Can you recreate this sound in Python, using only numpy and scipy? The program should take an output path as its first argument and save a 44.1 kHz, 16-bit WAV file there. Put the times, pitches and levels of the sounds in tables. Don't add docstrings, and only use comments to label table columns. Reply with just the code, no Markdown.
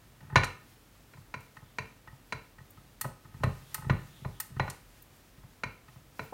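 import sys
import numpy as np
from scipy import signal
from scipy.fft import rfft, irfft
from scipy.io import wavfile
from scipy.ndimage import uniform_filter1d

SR = 44100
rng = np.random.default_rng(int(sys.argv[2]) if len(sys.argv) > 2 else 0)


def waveform_to_disk(signal):
    frames = np.transpose(np.atleast_2d(signal))
    scaled = np.clip(frames, -1, 1) * 32767
    samples = np.round(scaled).astype(np.int16)
    wavfile.write(sys.argv[1], SR, samples)


N = 279152
BLOW_SAMPLES = 8192
HZ = np.fft.rfftfreq(BLOW_SAMPLES, 1 / SR)
TIME = np.arange(N) / SR


def gain_of(db):
    return 10 ** (np.asarray(db) / 20)

def unit_rms(x):
    return x / np.sqrt(np.mean(x ** 2) + 1e-20)

def curve(points, hz):
    point_hz, value = np.transpose(points)
    return np.interp(np.log(hz + 1), np.log(point_hz + 1), value)

def add(mix, s, sound):
    part = mix[round(s * SR):][:len(sound)]
    part += sound[:len(part)]

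def noise(response):
    colour = np.interp(np.fft.rfftfreq(N, 1 / SR), HZ, response)
    return unit_rms(irfft(rfft(rng.standard_normal(N)) * colour, N))

def strokes(rows):
    return sum(gain_of(db) * np.cos(np.pi * np.clip((TIME - middle) / length, -.5, .5))
               for middle, length, db in rows)

def body(modes, floor):
    peaks = sum(gain_of(db) ** 2 / (1 + 2 * ((HZ - hz) / width) ** 2) ** 2 for hz, width, db in modes)
    return np.sqrt(peaks + gain_of(curve(floor, HZ)) ** 2)

def ring(response):
    log_gain = np.log(np.maximum(response, 1e-5))
    mirrored = np.concatenate([log_gain, log_gain[-2:0:-1]])
    return np.exp(np.conj(signal.hilbert(mirrored)))[:len(HZ)]

def chatter(spread_s, rise_s):
    t = np.arange(BLOW_SAMPLES) / SR
    attack = 1 - np.exp(-t / rise_s)
    burst = rng.standard_normal(BLOW_SAMPLES) * attack * np.exp(-t / spread_s)
    for _ in range(6):
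        flat = irfft(np.exp(1j * np.angle(rfft(burst))))
        burst = flat * np.exp(-(t / spread_s / 4) ** 2)
    return rfft(burst * attack)

def blow(response, spread_s, rise_s, energy_s):
    sound = irfft(chatter(spread_s, rise_s) * ring(response))
    return sound / np.sqrt(np.sum(sound ** 2) / (energy_s * SR))


# (frequency [Hz], relative level [dB])
AIR_COLOUR = [(20, -16.5), (30, -13), (44, 12.5), (65, -4), (100, -4), (160, -7), (250, -3), (400, -9),
              (1200, -14.5), (2500, -18), (5000, -23), (10000, -26), (15000, -24)]

def still_air(db=-60):
    return gain_of(db) * noise(gain_of(curve(AIR_COLOUR, HZ)))

def mains_hum(hz=100, db=-68):
    return gain_of(db) * np.sin(2 * np.pi * hz * TIME)


# (frequency [Hz], time to fall 60 dB [s])
ROOM_DECAY = [(100, 0.28), (300, 0.36), (1000, 0.34), (2200, 0.44), (4500, 0.33), (9000, 0.33),
              (15000, .22)]
# (frequency [Hz], level [dB])
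ROOM_COLOUR = [(60, -5.5), (130, -7.5), (400, -3.5), (1500, -10), (4000, -9), (7300, -12), (8700, -8.5),
               (10000, -13), (15000, -13)]

def room(direct, gap_s=0.011, rise_s=0.0018):
    hz, t, bands = signal.stft(rng.standard_normal(SR), SR, nperseg=256)
    decay = np.exp(-np.log(1000) * t / curve(ROOM_DECAY, hz)[:, None])
    spectrum = rfft(signal.istft(bands * decay, SR, nperseg=256)[1][:SR])
    local_power = uniform_filter1d(uniform_filter1d(abs(spectrum) ** 2, size=30), size=40)
    colour = gain_of(curve(ROOM_COLOUR, np.arange(len(spectrum))))
    fade_in = np.clip(np.arange(SR // 2) / SR / rise_s, 0, 1)
    tail = irfft(spectrum / np.sqrt(local_power) * colour)[:SR // 2] * fade_in
    return signal.fftconvolve(direct, np.pad(tail, (round(gap_s * SR), 0)))[:N]


# (frequency [Hz], relative level [dB])
SLEEVE_COLOUR = [(100, -4), (600, -3.5), (2000, -4), (5000, -6.5), (9000, -9), (15000, -10)]
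# (middle [s], length [s], level [dB])
ARM_MOVES = [(.75, 0.49, -71), (3.8, 1.33, -62), (4.75, 1.37, -63.5), (6.3, 0.32, -60)]

def sleeve(rest_db=-69.5, flutter_db=2.5, fold_s=.06):
    folds = np.interp(TIME / fold_s, np.arange(SR), rng.standard_normal(SR))
    pressure = np.hypot(gain_of(rest_db), strokes(ARM_MOVES)) * gain_of(flutter_db * folds)
    return pressure * noise(gain_of(curve(SLEEVE_COLOUR, HZ)))


# (middle [s], length [s], level [dB])
SLIDES = [(1.69, 0.23, -75), (3.7, 0.13, -67.5), (4.18, 0.2, -65), (4.37, 0.092, -66.5)]

def sliding_shaft(hz=3400, width_hz=730):
    return strokes(SLIDES) * noise(1 / (1 + ((HZ - hz) / width_hz) ** 2) ** 2)


# (frequency [Hz], width [Hz], level [dB])
BENCH_MODES = [(45, 7.2, -3.5), (93.8, 20, -2), (128.2, 38, 1.5), (165.3, 49, -9.5), (229.5, 23.4, -14.5)]
# (frequency [Hz], level [dB])
BENCH_FLOOR = [(20, -55), (60, -37), (180, -50), (280, -28), (400, -26), (700, -70.5), (3000, -99)]

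def bench_response():
    return body(BENCH_MODES, BENCH_FLOOR)


# (frequency [Hz], width [Hz], level [dB])
WHEEL_MODES = [(875, 49, -1.5), (1036, 106, -5.5), (1269, 51, 5), (1503, 71, -3.5), (1816, 96, -2),
               (1880, 99, -1), (2110, 28, -11), (2592, 60, -10), (2866, 34, -9)]
# (frequency [Hz], level [dB])
WHEEL_FLOOR = [(30, -37), (300, -17), (650, -17.5), (900, -13), (1600, -21.5), (2500, -21), (4500, -24),
               (7000, -34), (16000, -40)]

def wheel_response():
    return body(WHEEL_MODES, WHEEL_FLOOR)

def gear_load(free_db=-67, against_thump_db=-28, rise_db_per_s=86.5, fall_db_per_s=58.5):
    power = gain_of(free_db) ** 2
    for s, _, _, thump_db in CLUNKS:
        drop_db = np.maximum(rise_db_per_s * (s - TIME), fall_db_per_s * (TIME - s))
        power = power + gain_of(thump_db + against_thump_db - drop_db) ** 2
    return np.sqrt(power)

def rolling_gears(teeth_db=-12, grain_db=4.0, grains_per_s=900):
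    grains = (rng.random(N) < grains_per_s / SR) * rng.standard_normal(N)
    grains *= gain_of(grain_db * np.minimum(rng.exponential(1, N), 3))
    wheel_ring = blow(wheel_response(), spread_s=0.0045, rise_s=0.00068, energy_s=1)
    teeth = unit_rms(signal.oaconvolve(grains, wheel_ring)[:N])
    return gear_load() * (noise(bench_response()) + gain_of(teeth_db) * teeth)


# (frequency [Hz], relative level [dB])
LATHE_BED_MODES = [(428, -5), (858, -8), (1013, -27), (1081, 9), (1212, 2), (1483, 6), (1925, -0.5),
                   (2109, 14.5), (2327, 9.5), (2443, 9), (2625, -18), (2785, -19)]

def lathe_bed(blows, t60_s=0.23, db=-7):
    t = np.arange(SR // 2) / SR
    decay_rate = np.log(1000) / t60_s
    modes = sum(gain_of(mode_db) * np.sin(2 * np.pi * hz * t) for hz, mode_db in LATHE_BED_MODES)
    ringing = 2 * decay_rate / SR * np.exp(-decay_rate * t) * modes
    return gain_of(db) * signal.fftconvolve(blows, ringing)[:N]

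def squeak(s=6.228, length_s=0.04, start_hz=15050, end_hz=13300, db=-58):
    progress = np.linspace(0, 1, round(length_s * SR))
    hz = start_hz + (end_hz - start_hz) * progress ** 2.4
    out = np.zeros(N)
    add(out, s, gain_of(db) * np.sin(np.pi * progress) * np.sin(2 * np.pi * np.cumsum(hz) / SR))
    return out


# (frequency [Hz], width [Hz], level [dB])
STEEL_MODES = [(4340, 38, -2), (7030, 150, -8), (8740, 490, -7.5), (9420, 240, -6), (11320, 220, -5.5),
               (12200, 180, -10.5), (14410, 120, 0)]
# (frequency [Hz], level [dB])
STEEL_FLOOR = [(30, -54.5), (400, -44), (800, -17), (2500, -14), (3400, -17), (5000, -12.5), (8500, -12),
               (10200, -14.5), (12500, -10.5), (15500, -14)]
# (time [s], level [dB], brightness [dB/octave], wheel ring [dB], cutoff [Hz])
TICKS = [(.4420, -36, -2, -7.5, 10000), (1.405, -59, 1, -2, 15000), (2.7044, -52, 13, -26, 15800),
         (3.0110, -29, 3, 4.5, 17000), (3.4354, -28.5, -7, 1, 14000), (3.7435, -29.5, 3, 6, 15900),
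         (4.3999, -29.5, 3.5, 5, 17000), (4.699, -39, 1.5, -8, 10100), (5.0207, -50, 14, -15.5, 17400)]

def steel_ticks():
    out = np.zeros(N)
    steel, wheel = body(STEEL_MODES, STEEL_FLOOR), wheel_response()
    octaves = np.log2(np.maximum(HZ, 400) / 1000)
    for s, db, brightness, wheel_db, cutoff_hz in TICKS:
        contact = gain_of(brightness * octaves) / np.sqrt(1 + (HZ / cutoff_hz) ** 8)
        response = np.hypot(steel, gain_of(wheel_db) * wheel) * contact
        add(out, s, gain_of(db) * blow(response, spread_s=0.007, rise_s=0.00077, energy_s=0.0068))
    return out

def hits(rows, modes, floor, vary_db, spread_s, rise_s, bench_lag_s, bench_spread_s):
    out, bench = np.zeros(N), bench_response()
    octaves = np.log2(np.clip(HZ, 700, 6000) / 1000)
    for s, db, brightness, thump_db in rows:
        struck = [(hz, width, mode_db + vary_db * rng.standard_normal()) for hz, width, mode_db in modes]
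        response = body(struck, floor) * gain_of(brightness * octaves)
        metal = blow(response, spread_s, rise_s, energy_s=0.0099)
        thump = blow(bench, bench_spread_s, rise_s=0.0023, energy_s=0.0086)
        add(out, s, gain_of(db) * metal)
        add(out, s + bench_lag_s, gain_of(thump_db) * thump)
    return out


# (time [s], level [dB],
# bench thump [dB])
TAPS = [(0.297, -48.5, -48), (0.307, -54, -43), (1.1700, -58, -46), (2.7710, -56, -48),
        (3.0420, -38.5, -37), (3.2460, -54.5, -48.5), (3.3390, -56, -42), (3.4620, -52, -25),
        (3.778, -47.5, -40), (3.8200, -47.5, -48), (3.843, -47, -41), (4.5000, -71, -41),
        (4.5630, -48, -39)]
# (time [s], level [dB], wait to settle [s])
LIFTS = [(0.2043, -56.5, .02), (1.5658, -47.5, 0.055), (2.0719, -47.5, 0.052), (2.5812, -52.5, .02),
         (5.374, -65, 0.058), (5.8802, -54.5, 0.077)]

def wheel_taps(bump_lead_s=.034):
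    # (time [s], level [dB], brightness [dB/octave], bench thump [dB])
    taps = [(s, db, -5.5, thump_db) for s, db, thump_db in TAPS]
    lifts = [(s, db, 0.3, -51.5) for s, db, _ in LIFTS]
    settles = [(s + wait, -60.5, -13, -46) for s, _, wait in LIFTS]
    bumps = [(s - bump_lead_s, db - 32, -8, thump_db - 13) for s, db, _, thump_db in CLUNKS]
    return hits(taps + lifts + settles + bumps, WHEEL_MODES, WHEEL_FLOOR, vary_db=2.5,
                spread_s=0.006, rise_s=.0025, bench_lag_s=0.0022, bench_spread_s=0.009)


# (frequency [Hz], width [Hz], level [dB])
SNAP_MODES = [(445, 29, -3.5), (506, 42, -8.5), (633, 123, -9), (902, 48, -1.5), (1000, 76, 1.5),
              (1400, 158, -0.5), (1457, 15.5, -1), (1580, 27, -5), (1847, 95, 0), (1946, 41, -21),
              (2196, 44, 1), (2381, 67, 2), (2445, 61, -15), (2654, 61, -5.5), (2803, 40, -8.5),
              (4027, 64, -5.5), (4550, 69, -13.5), (5760, 130, -19.5), (6390, 50, -17.5), (7260, 63, -25.5),
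              (9600, 49, -21.5)]
# (frequency [Hz], level [dB])
SNAP_FLOOR = [(30, -61), (120, -10), (210, -4.5), (330, -13), (800, -17), (2500, -11), (3400, -23.5),
              (4400, -26), (6500, -27.5), (8500, -36), (10500, -44.5), (16000, -49)]
# (time [s], level [dB], brightness [dB/octave], bench thump [dB])
SNAPS = [(.3570, -21, 1.5, -32), (.4338, -26.5, 1.5, -38.5), (1.1355, -53.5, 0, -54),
         (1.3398, -34.5, -0.5, -41.5), (1.7845, -30.5, 1, -37.5), (2.3233, -31, 1, -39),
         (5.6345, -29.5, -0.5, -38), (6.1933, -33.5, -3, -39.5)]

def ball_snaps():
    return hits(SNAPS, SNAP_MODES, SNAP_FLOOR, vary_db=1.66,
                spread_s=.0065, rise_s=0.0003, bench_lag_s=0.01125, bench_spread_s=0.016)


# (frequency [Hz], width [Hz], level [dB])
CLUNK_MODES = [(405, 46, -9.5), (542, 69, -6.5), (632, 43, -4.5), (866, 155, -4), (1010, 70, -2),
               (1205, 66, -4), (1448, 86, -2), (1788, 66, -2), (1927, 63, -4.5), (2183, 38, -4),
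               (2348, 45, -8.5), (2465, 70, -12), (2744, 290, -13.5), (4030, 61, -8.5), (4090, 480, -25),
               (9700, 57, -27.5)]
# (frequency [Hz], level [dB])
CLUNK_FLOOR = [(30, -54.5), (150, -25), (320, -12), (800, -18.5), (1200, -12), (2500, -16.5), (3500, -24.5),
               (5000, -33), (6500, -30), (9000, -58), (16000, -54)]
# (time [s], level [dB], brightness [dB/octave], bench thump [dB])
CLUNKS = [(0.3571, -15.5, 1.5, -18.5), (.3745, -26.5, 4, -51), (3.0488, -38, -8.5, -34.5),
          (3.4337, -27, -2.5, -22), (3.8963, -26, -2.1, -17.5), (4.2470, -39, -5, -29.5),
          (4.5959, -25.5, -0.5, -25), (4.6778, -38, -2, -43), (6.3240, -41, -19.5, -63)]

def gear_clunks():
    return hits(CLUNKS, CLUNK_MODES, CLUNK_FLOOR, vary_db=1.75,
                spread_s=.008, rise_s=0.00064, bench_lag_s=0.00682, bench_spread_s=0.00345)

def scene():
    metal = ball_snaps() + gear_clunks() + wheel_taps() + steel_ticks() + squeak()
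    background = still_air() + mains_hum()
    ringing = lathe_bed(metal) + room(metal)
    friction = rolling_gears() + sliding_shaft() + sleeve()
    return (background + friction + ringing + metal)[None]

def record(dry):
    low_cut = signal.butter(N=2, Wn=24.5, btype="high", fs=SR, output="sos")
    band_limit = signal.firwin(255, cutoff=16000, window=("kaiser", 7), fs=SR)
    return signal.oaconvolve(signal.sosfilt(low_cut, dry), band_limit[None], "same")


dry = scene()
out = record(dry)
waveform_to_disk(out)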